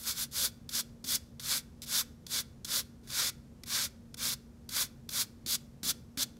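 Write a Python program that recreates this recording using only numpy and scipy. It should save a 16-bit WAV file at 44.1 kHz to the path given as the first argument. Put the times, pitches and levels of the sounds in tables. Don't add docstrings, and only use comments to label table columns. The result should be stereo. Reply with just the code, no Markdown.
import sys
import numpy as np
from scipy import signal
from scipy.fft import rfft, irfft
from scipy.io import wavfile
from scipy.ndimage import uniform_filter1d

SR = 44100
rng = np.random.default_rng(int(sys.argv[2]) if len(sys.argv) > 2 else 0)


def log_audio(samples):
    frames = np.atleast_2d(samples).T
    limited = np.clip(frames, -1, 1)
    pcm = np.round(limited * 32767).astype(np.int16)
    wavfile.write(sys.argv[1], SR, pcm)


N = 281793


def undb(db):
    return 10 ** (np.asarray(db) / 20)


def unit(x):
    return x / np.sqrt(np.mean(x ** 2))


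def rms_gain(response):
    return np.sqrt(np.mean(abs(response) ** 2))


def bins():
    return np.fft.rfftfreq(N, 1 / SR)


def along(table):
    hz, value = np.transpose(table)
    return np.interp(np.log(bins() + 1), np.log(hz), value)


def shape(x, gain):
    return irfft(rfft(x) * gain, N)


def resonances(table):
    f = bins()
    response = 0
    for hz, width, db in table:
        damping = 1j * f * width
        response = response + undb(db) * damping / (hz ** 2 - f ** 2 + damping)
    return response


def ports(common, left, right, likeness):
    shared = np.clip(along(likeness), 0, 1)
    middle = shape(common, np.sqrt(shared))
    return np.array([middle + shape(own, np.sqrt(1 - shared)) for own in (left, right)])


def walk(rate):
    hold = int(SR / rate)
    return uniform_filter1d(np.repeat(rng.standard_normal(N // 20), hold)[:N], hold)


SLIPS_PER_S, SLIP_SPREAD_DB = 9200, 2.5


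def slips():
    moment, force, way = rng.random((3, N))
    size_db = np.minimum(-SLIP_SPREAD_DB * np.log(1 - force), 9)
    size = undb(size_db) * np.sign(way - .5)
    happens = np.clip((SLIPS_PER_S / SR - moment) * 20, 0, 1)
    return unit(size * happens)


SWELL_BEND, LIFT_BEND = 1.64, 1.24
LIFT_DB = -30.5
RING_SWELL_KEEP, RING_LIFT_KEEP = 0.058, 0.18
HISS_SWELL_KEEP, HISS_LIFT_KEEP = 0.13, -.1
HISS_CLIMB_DB = 2
FADE_S = .005
RUB_KNOCK_DB = -36


def stroke(t, start, swell, drag, lift, touch_db, full_db, edge_db, ring_db, hiss_db):
    edge = start + swell + drag
    end = edge + lift
    unswelled = np.clip(1 - (t - start) / swell, 0, 1)
    dragged = np.clip((t - start - swell) / drag, 0, 1)
    lifted = np.clip((t - edge) / lift, 0, 1)
    lack_db = (full_db - touch_db) * unswelled ** SWELL_BEND
    gone_db = -LIFT_DB * lifted ** LIFT_BEND
    scrape_db = full_db + (edge_db - full_db) * dragged - lack_db - gone_db
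    ring = ring_db + RING_SWELL_KEEP * lack_db + RING_LIFT_KEEP * gone_db
    hiss = hiss_db + HISS_CLIMB_DB * dragged
    hiss = hiss + HISS_SWELL_KEEP * lack_db + HISS_LIFT_KEEP * gone_db
    touch = np.interp(t, [start - FADE_S, start, end, end + FADE_S], [0, 1, 1, 0])
    return touch * undb(scrape_db + np.array([0 * t, ring, hiss, RUB_KNOCK_DB + 0 * t]))


# start_s, swell_s, drag_s, lift_s, touch_db, full_db, edge_db, ring_db, hiss_db
SWIPES = [ (-0.01, 0.026, .02, 0.016, -52, -49.5, -51, -11.5, 2.5),
          (0.035, 0.049, 0.033, .045, -56.5, -33, -37, -12, -3),
          (0.14, .055, 0.039, .035, -60, -36.5, -35, -11, -1.5),
          (0.315, 0.063, 0.077, 0.046, -54, -33.5, -29.5, -14.5, -3),
          (0.698, 0.066, 0.04, 0.025, -57.5, -33, -32.5, -14, -4),
          (1.05, .07, 0.036, 0.029, -51, -30.5, -29.5, -16, -3.5),
          (1.41, 0.12, 0.043, 0.043, -53, -31.5, -33, -12, -3.5),
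          (1.824, 0.0092, .012, 0.018, -52, -44.5, -48, -13, -3),
          (1.862, 0.094, 0.054, 0.03, -52.5, -30.5, -31, -13, -4),
          (2.275, 0.071, .057, 0.031, -61, -31.5, -33, -15.5, -6),
          (2.658, 0.091, 0.046, 0.038, -53, -32, -32.5, -11.5, -4.5),
          (3.035, .015, .02, .015, -72, -68, -65, -4, -4),
          (3.078, 0.12, 0.099, .016, -57, -30.5, -35, -11, -5.5),
          (3.662, 0.091, 0.1, 0.036, -52, -32, -34, -11, -5.5),
          (4.172, 0.089, 0.077, 0.019, -54, -32, -36.5, -11.5, -4.5),
          (4.7, 0.078, 0.046, 0.051, -53.5, -32, -30.5, -12.5, -2.5),
          (5.104, 0.083, 0.027, 0.041, -48.5, -33.5, -29.5, -12.5, -2.5),
          (5.47, 0.024, 0.06, 0.018, -42, -34.5, -31, -15.5, -4),
          (5.838, 0.031, .038, 0.023, -42, -34.5, -29, -15, -2.5),
          (6.182, .03, .02, 0.02, -38, -31.5, -28.5, -16.5, -5), ]
ROW_RATE, ROW_DB = 120, -0.18
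PATCHY_RATE, PATCHY_DB = 60, 1


def strokes():
    t, gain = np.arange(N) / SR, np.zeros((5, N))
    for row in SWIPES:
        near = slice(max(int((row[0] - .05) * SR), 0), int((row[0] + .4) * SR))
        gain[:4, near] += stroke(t[near], *row)
    gain *= undb(ROW_DB * walk(ROW_RATE))
    return gain * undb(PATCHY_DB * np.array([walk(PATCHY_RATE) for _ in gain]))


# start_s, crunch_peak_db, length_s, ring_db, knock_db
TOUCHDOWNS = [(0.6913, -25, 0.0067, -18, -63), (1.042, -28, 0.01, -11, -45),
              (1.3966, -28, 0.012, -12.5, -53), (1.8195, -24, 0.003, -30, -57),
              (2.266, -28.5, 0.0065, -14, -51.5), (2.647, -21, 0.0088, -17.5, -58),
              (3.074, -37, 0.0028, -10, -58), (3.102, -32, 0.0064, -4, -61),
              (3.6352, -31, 0.0068, -7.5, -54), (3.674, -37, 0.0023, -20, -57),
              (4.143, -28.5, 0.0052, -14, -57), (4.18, -46, 0.0031, -12, -54),
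              (4.6912, -24.5, 0.0055, -19, -49), (5.091, -23.5, 0.0069, -13.5, -58),
              (5.462, -22.5, 0.0051, -13.5, -43), (5.8315, -22.5, 0.0044, -7, -38),
              (6.1734, -24, 0.0064, -8, -38.5), (6.368, -47, 0.0042, -3, -61)]
CRUNCH_CREST_DB = 14.5
CRUNCH_TAIL_DB, CRUNCH_TAIL_S = -5, 0.0048
CRUNCH_HISS_DB = -7.5
SHUDDER_DB, SHUDDER_S = -9.5, 0.068
PUSH_S = 0.0011


def landings():
    t, gain = np.arange(N) / SR, np.zeros((5, N))
    for start, peak_db, length, ring_db, knock_db in TOUCHDOWNS:
        age = np.maximum(t - start + .0012, 0)
        rise = 1 - np.exp(-(age / .0013) ** 2)
        burst = np.exp(-(age / max(length, .001)) ** 4)
        stragglers = undb(CRUNCH_TAIL_DB) * np.exp(-age / CRUNCH_TAIL_S)
        crunch = rise * (burst + stragglers)
        gain[:3] += crunch * undb(peak_db - CRUNCH_CREST_DB + np.array([[0], [ring_db], [CRUNCH_HISS_DB]]))
        gain[3] += rise * undb(knock_db + SHUDDER_DB) * np.exp(-age / SHUDDER_S)
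        gain[4] += undb(knock_db) * np.exp(-((t - start - PUSH_S) / PUSH_S) ** 2)
    return gain


# pitch_hz, density_db (per Hz)
BRISTLE_TONE = [(1470, -26), (2500, -20), (2990, -10.5), (3460, -4.5), (3950, -2.5), (4800, -1), (8870, -4),
                (11500, -0.5), (15000, -6), (16000, -7.5)]
# pitch_hz, width_hz, level_db
BRISTLE_PINGS = [(3454, 97, -7.5), (3580, 96, -17.5), (4350, 160, -22), (4760, 100, -19), (6330, 100, -26),
                 (11300, 180, -29.5)]
# pitch_hz, width_hz, level_db
SHEATH_MODES = [(563, 110, -4.5), (1073, 70, -6), (1220, 290, -8.5), (1495, 330, 4), (1963, 230, -4.5),
                (2224, 160, -0.5)]
# pitch_hz, width_hz, level_db
CABLE_MODES = [(198, 31, -6.5), (255.5, 17, 1.5), (306, 76, -9.5)]
# pitch_hz, common_share (0 to 1)
SLIP_LIKENESS = [(300, 0.74), (1400, 0.71), (3100, 0.62), (6800, 0.36), (15000, 0.3)]
# pitch_hz, left_minus_right_db
BRUSH_LEAN = [(500, 0), (1400, -2.5), (2800, 0.2), (5600, -0.7), (10000, 2.5), (14000, 0)]
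HISS_SPLIT_HZ = 8000
PUSH_DB = 13.5
SPOT_RATE, SPOT_DB = 12, 2.5


def brush():
    tips = ports(slips(), slips(), slips(), SLIP_LIKENESS)
    scrape, ring, hiss, shudder, push = strokes() + landings()
    above_split = 1 / (1 + (HISS_SPLIT_HZ / (bins() + 1)) ** 6)
    wire = undb(along(BRISTLE_TONE)) * (1 + 2 * resonances(BRISTLE_PINGS))
    cable = resonances(CABLE_MODES)
    near = shape(push, undb(PUSH_DB) * cable)
    for gain, body in ((scrape, wire * (1 - above_split)), (hiss, wire * above_split), (shudder, cable)):
        near = near + shape(tips * gain, body / rms_gain(body))
    rubbed = tips * ring / rms_gain(resonances(SHEATH_MODES))
    for mode in SHEATH_MODES:
        drive = undb(SPOT_DB * walk(SPOT_RATE))
        near = near + shape(rubbed * drive, resonances([mode]))
    return shape(near, undb(along(BRUSH_LEAN) * np.array([[.5], [-.5]])))


# pitch_hz, t60_s, level_db
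TAIL_BANDS = [(500, 0.37, -9.5), (1400, 0.55, -16), (2430, 0.33, -12.5), (4660, 0.44, -21.5),
              (7600, 0.31, -20.5), (13000, 0.43, -26)]


def room(near):
    t, f, tail = np.arange(N) / SR, bins() + 1, 0
    for hz, t60, db in TAIL_BANDS:
        decay = rng.standard_normal((2, N)) * 1000. ** (-t / t60) * (t > .004)
        decay /= np.sqrt(np.sum(decay ** 2, axis=1, keepdims=True))
        band = np.exp(-3 * np.log2(f / hz) ** 2)
        tail = tail + undb(db) * rfft(decay) * band
    return irfft(rfft(near.mean(axis=0)) * tail, N)


# pitch_hz, density_db (per Hz)
AIR_TONE = [(18, -47), (30, -5), (86, 0.5), (176, -3), (235, -2.5), (323, -12.5), (409, -13.5), (493, -13),
            (641, -21.5), (1340, -27.5), (2740, -33.5), (6050, -33), (11100, -38.5), (15200, -42),
            (16500, -60)]
# pitch_hz, common_share (0 to 1)
AIR_LIKENESS = [(60, 0.94), (300, 0.82), (640, 0.61), (1400, 0.032), (3000, 0.)]
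# pitch_hz, width_hz, level_db
RUMBLE_DRONES = [(68.4, 11, -62.5), (135.6, 4.3, -61)]
AIR_DB = -54.5
HUM_HZ, HUM_DB = 233.1, -59


def shop():
    noise = ports(*rng.standard_normal((3, N)), AIR_LIKENESS)
    rumble = undb(AIR_DB) * unit(shape(noise, undb(along(AIR_TONE))))
    for hz, width, db in RUMBLE_DRONES:
        drone = shape(rng.standard_normal(N), resonances([(hz, width, 0)]))
        rumble = rumble + undb(db) * unit(drone)
    hum = unit(np.sin(2 * np.pi * HUM_HZ * np.arange(N) / SR))
    hum = hum * undb(HUM_DB + 0.37 * walk(6.4))
    return rumble * undb([[-.4], [.4]]) + hum


def scene():
    near = brush()
    return near + room(near) + shop()


def record(dry):
    low_pass = signal.ellip(10, .2, 70, 15700, fs=SR, output="sos")
    return signal.sosfilt(low_pass, dry)


dry = scene()
out = record(dry)
log_audio(out)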